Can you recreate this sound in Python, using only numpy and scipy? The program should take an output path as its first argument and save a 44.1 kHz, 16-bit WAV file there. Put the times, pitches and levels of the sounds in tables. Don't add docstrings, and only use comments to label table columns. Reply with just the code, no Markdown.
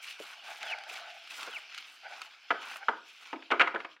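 import sys
import numpy as np
from scipy import signal
from scipy.fft import rfft, irfft, next_fast_len
from scipy.io import wavfile
from scipy.ndimage import uniform_filter1d, map_coordinates

SR = 44100
rng = np.random.default_rng(int(sys.argv[2]) if len(sys.argv) > 2 else 0)


def wav_out(sig):
    wavfile.write(sys.argv[1], SR, np.round(np.clip(np.atleast_2d(sig).T, -1, 1) * 32767).astype(np.int16))


N = 176400
TIME = np.arange(N) / SR


def amp(db):
    return 10 ** (np.asarray(db) / 20)

def unit(x):
    return x / np.sqrt(np.mean(x ** 2) + 1e-20)

def along(points, hz):
    f, v = np.transpose(points)
    return np.interp(np.log(hz + 1), np.log(f + 1), v)

def envelope(points):
    return amp(np.interp(TIME, *np.transpose(points)))

def wobble(rate):
    return map_coordinates(rng.standard_normal(2000), [TIME * rate])

def filtered(x, response):
    n = x.shape[-1]
    m = next_fast_len(n + 8192)
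    return irfft(rfft(x, m) * response(np.fft.rfftfreq(m, 1 / SR)), m)[..., :n]

def coloured(x, spectrum):
    top_hz = spectrum[-1][0]
    return unit(filtered(x, lambda hz: amp(along(spectrum, hz)) / np.maximum(hz / top_hz, 1) ** 2))

def add(track, s, sound):
    part = track[max(round(s * SR), 0):][:len(sound)]
    part += sound[:len(part)]

def burst(spectrum, t60, attack_s):
    t = np.arange(SR // 4) / SR
    return coloured(rng.standard_normal(len(t)), spectrum) * amp(-60 * t / t60) * (1 - np.exp(-t / attack_s))

def crackle(spectrum, per_s, clicks_db):
    clicks = (rng.random(N) < per_s / SR) * rng.standard_normal((2, N))
    return coloured(rng.standard_normal((2, N)) + amp(clicks_db) * unit(clicks), spectrum)

def patchy(x, depth_db):
    bands = signal.stft(x, nperseg=512)[2]
    swell = uniform_filter1d(rng.standard_normal(bands.shape[1:]), size=5, axis=0)
    swell = uniform_filter1d(swell, size=12, axis=1)
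    return unit(signal.istft(bands * amp(depth_db * unit(swell)), nperseg=512)[1][:, :N])

def ring(t, hz, gain, t60):
    phase = rng.uniform(0, 2 * np.pi, (len(hz), 1))
    return gain @ (np.sin(2 * np.pi * hz[:, None] * t + phase) * amp(-60 * t / np.reshape(t60, (-1, 1))))

# f/Hz, correlation
COHERENCE = [(3600, 1), (5000, 0.94), (12000, 0.19)]

def spread(pair):
    def weights(hz):
        angle = np.arccos(np.clip(along(COHERENCE, hz), -1, 1)) / 2
        return np.array([np.cos(angle), np.sin(angle)])
    mid, side = filtered(pair, weights)
    return np.array([mid + side, mid - side])

# f/Hz, T60/s
YARD_DECAY = [(200, 0.42), (530, 0.33), (2000, 0.28), (10000, 0.18)]

def yard(x, build_s):
    hz, t, bands = signal.stft(rng.standard_normal(SR // 2), SR, nperseg=256)
    decay = amp(-60 * t / along(YARD_DECAY, hz)[:, None])
    onset = 1 - np.exp(-(t / build_s) ** 2)
    tail = signal.istft(bands * decay * onset, SR, nperseg=256)[1]
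    return signal.fftconvolve(x, tail / np.linalg.norm(tail))[:len(x)]

# f/Hz, relative level/dB
AIR_SPECTRUM = [(25, -30), (200, -22), (600, -21), (1000, -11.5), (1450, -2.5), (1900, -11), (2400, -0.5),
                (3000, -1), (3700, -7.5), (5200, -11), (7800, -28), (15500, -37)]
# t/s, level/dB
AIR_ENVELOPE = [(0, -52), (1.8, -53), (2.35, -55), (3.85, -60), (3.93, -60), (4, -73)]

def air():
    gain = envelope(AIR_ENVELOPE) * amp(1.9 * wobble(25.48))
    return gain * spread(patchy(crackle(AIR_SPECTRUM, per_s=690, clicks_db=-10), depth_db=2.5))

# t/s, level/dB
RASP_ENVELOPE = [(.38, -64), (.47, -46.5), (.58, -56.5), (.66, -40.5), (.8, -49), (1.1, -52.5), (1.27, -67),
                 (1.52, -56.5), (1.99, -76), (2.07, -44), (2.33, -73), (2.83, -53.5), (3.12, -80)]
# f/Hz, relative level/dB
THROAT_FORMANTS = [(300, -29), (560, -12.5), (660, 0.5), (860, 2.5), (1050, -28), (1250, -14), (1500, 4),
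                   (1800, -10), (2350, -5.5), (3500, -64)]

def rasp():
    note_hz, note_db, throb_hz = 682, -52, 42
    middle_s, sigma_s = 1.08, .09
    gain = envelope(RASP_ENVELOPE) * amp(2.9 * wobble(39.6))
    hoarse = gain * crackle(THROAT_FORMANTS, per_s=660, clicks_db=1)[0]
    tone = np.sin(2 * np.pi * np.cumsum(note_hz * (1 + .04 * wobble(150))) / SR)
    throb = 1 + .5 * np.sin(2 * np.pi * throb_hz * TIME + wobble(throb_hz))
    swell = np.exp(-((TIME - middle_s) / sigma_s) ** 2 / 2)
    return hoarse + amp(note_db) * throb * swell * tone

# t/s, duration/s, first f/Hz, last f/Hz, level/dB, loudest point/fraction of duration
BIRD_PEEPS = [(0.637, .108, 3560, 2060, -33, 1), (1.502, .09, 3410, 1600, -36.5, 0.75)]

def bird(rough=0.0273, bend=1.9, swell_db=23, wet_db=-23):
    out, waver = np.zeros(N), wobble(330)
    for s, length, first_hz, last_hz, db, loudest in BIRD_PEEPS:
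        progress = np.clip((TIME - s) / length, 0, 1)
        hz = (first_hz + (last_hz - first_hz) * progress ** bend) * (1 + rough * waver)
        swell = amp(np.interp(progress, [0, np.clip(loudest, .1, .95), 1], [-swell_db, 0, -swell_db]))
        gate = np.clip(20 * progress * (1 - progress), 0, 1)
        out += amp(db) * swell * gate * np.sqrt(2) * np.sin(2 * np.pi * np.cumsum(hz) / SR)
    return out + amp(wet_db) * yard(out, build_s=0.0072)

# t/s, duration/s, crunch level/dB, rustle level/dB, fizz level/dB
GRASS_STRIDES = [(0.022, 0.1, -71.5, -49, -58), (0.189, 0.14, -56.5, -51.5, -60),
                 (0.437, 0.13, -56.5, -49.5, -61), (0.603, 0.11, -53.5, -47, -64.5),
                 (0.882, .1, -51.5, -46.5, -59.5), (1.053, 0.31, -72, -56.5, -72),
                 (1.3, 0.13, -53, -47, -55.5), (1.392, 0.08, -45.5, -50.5, -66),
                 (1.471, 0.12, -54, -51, -64.5), (1.693, 0.16, -68, -51, -72.5),
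                 (1.857, 0.11, -71.5, -60, -67), (2.084, 0.18, -55.5, -53, -69),
                 (2.61, 0.16, -48, -49, -63), (3.055, 0.22, -81, -58, -70.5), (3.206, 0.1, -58, -53, -72.5)]
# f/Hz, relative level/dB
STEM_CRUNCH = [(120, -30), (250, -11.5), (500, -12.5), (1050, 0.5), (1450, 5), (1900, -11.5), (3500, -18.5)]
LEAF_RUSTLE = [(1000, -22.5), (1900, 0.5), (2450, 6.5), (3100, 1), (3800, -2.5), (5200, -7.5),
               (6800, -13.5), (9000, -59)]
TIP_FIZZ = [(1500, -16), (4000, -6), (6000, -2), (8500, -3), (15500, -11)]

def grass(rise_s=0.02, fall_s=0.028, flutter_db=2.5):
    powers = np.zeros((3, N))
    for s, length, *dbs in GRASS_STRIDES:
        rise = np.clip((TIME - s) / rise_s + .5, 0, 1)
        fall = np.exp(-np.maximum(TIME - s - length, 0) / fall_s)
        powers += np.outer(amp(dbs), rise * fall) ** 2
    out = np.zeros((2, N))
    for power, spectrum in zip(powers, (STEM_CRUNCH, LEAF_RUSTLE, TIP_FIZZ)):
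        gain = np.sqrt(power) * amp(flutter_db * wobble(60))
        out += gain * patchy(crackle(spectrum, per_s=750, clicks_db=1.5), depth_db=1.5)
    return spread(out)

# t/s, level/dB
TURF_THUDS = [(0.201, -38), (.908, -53), (1.474, -39)]
STALK_SNAPS = [(0.223, -41), (0.629, -30.5), (0.667, -41.5), (0.786, -38.5), (.837, -41.5), (0.972, -37.5),
               (1.274, -40), (1.408, -34), (1.43, -35.5), (1.746, -34.5), (1.778, -31), (1.784, -34),
               (2.217, -29)]
# f/Hz, relative level/dB
TURF_SPECTRUM = [(120, -44), (180, -4), (250, -1.5), (420, 9.5), (600, 5), (1200, -34)]
STALK_SPECTRUM = [(700, -48), (1350, 15.5), (1800, -6), (2600, 11.5), (4000, 5), (15000, -26)]

def footfalls():
    out = np.zeros(N)
    for s, db in TURF_THUDS:
        add(out, s, amp(db) * burst(TURF_SPECTRUM, t60=0.085, attack_s=0.0016))
    for s, db in STALK_SNAPS:
        add(out, s, amp(db) * burst(STALK_SPECTRUM, t60=0.02, attack_s=.0002))
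    return out

def board(t, hz, count=7, width_octaves=0.187, t60_at_1khz=0.056):
    place = np.linspace(-2, 2, count)
    mode_hz = hz * 2 ** (width_octaves * (place + rng.normal(0, 0.1, count)))
    t60 = t60_at_1khz / np.sqrt(hz / 1000)
    clack = ring(t, mode_hz, np.exp(-place ** 2 / 2), t60)
    return clack * np.linalg.norm(amp(-60 * t / t60)) / np.linalg.norm(clack) / np.sqrt(2)

# f/Hz, relative level/dB
FRAME_MODES = [(240, -25), (318, -14.5), (395, -13), (451, -15), (545, -13), (695, -5.5), (775, -15.5),
               (912, -8.5), (1030, -8.5), (1262, -3.5), (1367, -14.5), (1500, -5.5), (2010, -11.5),
               (2340, -13.5), (3220, -24)]

def frame(t, lowest_t60=0.14, detune=0.01, scatter_db=4):
    hz, db = np.transpose(FRAME_MODES)
    t60 = lowest_t60 * (hz / hz[0]) ** -.25
    shift, swing = rng.standard_normal((2, len(hz)))
    return ring(t, hz * (1 + detune * shift), amp(db + scatter_db * swing), t60)

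# t/s, level/dB, board f/Hz, relative weight on the frame/dB, relative edge level/dB
HOOF_CONTACTS = [(2.505, -16, 1395, -1.5, -9), (2.509, -18.5, 1530, -7, -8), (2.758, -44, 1230, -9, 8),
                 (2.884, -12.5, 1431, -10, -16), (2.886, -20, 920, -3.5, -8.5),
                 (2.895, -25.5, 1040, -16, -25), (3.329, -36, 852, 6.5, 3), (3.332, -34.5, 342, 2.5, -12),
                 (3.358, -37.5, 295, -2, -4), (3.423, -57.5, 900, 1, 16.5), (3.504, -33, 820, 5, 5),
                 (3.512, -29, 1423, -7.5, 9.5), (3.518, -15, 1313, -2.5, -7.5),
                 (3.531, -23, 1256, 1.5, -14), (3.54, -30.5, 407, 3, -3), (3.596, -25, 1490, 2, 9.5),
                 (3.603, -9.5, 1374, -11.5, -11.5), (3.608, -14.5, 1468, -5.5, 0.5),
                 (3.615, -21, 1686, 1, 6.5), (3.631, -29, 1520, -2.5, -9), (3.674, -20.5, 1260, -9.5, -4.5),
                 (3.741, -38.5, 1380, 12, -3.5), (3.747, -34, 1026, 11.5, 2), (3.759, -21, 1540, -9, -15),
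                 (3.802, -40, 1250, -7, 5.5), (3.847, -36, 1154, -2.5, 3), (3.964, -52.5, 1420, -16, 2)]
# f/Hz, relative level/dB
THUMP_SPECTRUM = [(50, -22), (160, -9.5), (290, 5), (650, 5), (1000, 3.5), (2000, -30.5)]
EDGE_SPECTRUM = [(300, -12), (1500, 4), (2300, 8), (2700, 4.5), (3200, 1), (3800, -9), (5200, -20.5),
                 (15000, -55)]

def hooves(attack_s=0.00068, frame_db=-8.5, thump_db=-9.5, wet_db=-16):
    out, t = np.zeros(N), np.arange(SR // 2) / SR
    for s, db, hz, weight_db, edge_db in HOOF_CONTACTS:
        modes = board(t, hz) + amp(frame_db + weight_db) * frame(t)
        knock = modes * (1 - np.exp(-t / attack_s))
        add(knock, 0, amp(thump_db + weight_db) * burst(THUMP_SPECTRUM, t60=0.11, attack_s=0.0018))
        add(knock, 0, amp(edge_db) * burst(EDGE_SPECTRUM, t60=0.04, attack_s=0.0008))
        add(out, s, amp(db) * (knock + amp(wet_db) * yard(knock, build_s=0.026)))
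    return out

def scene():
    return hooves() + footfalls() + bird() + rasp() + grass() + air()

def record(dry):
    low_cut_hz, leak_db, top_hz = 237, -12.5, 15900
    thin = signal.sosfilt(signal.butter(2, low_cut_hz, 'highpass', fs=SR, output='sos'), dry)
    return filtered(thin + amp(leak_db) * (dry - thin), lambda hz: hz < top_hz)


dry = scene()
out = record(dry)
wav_out(out)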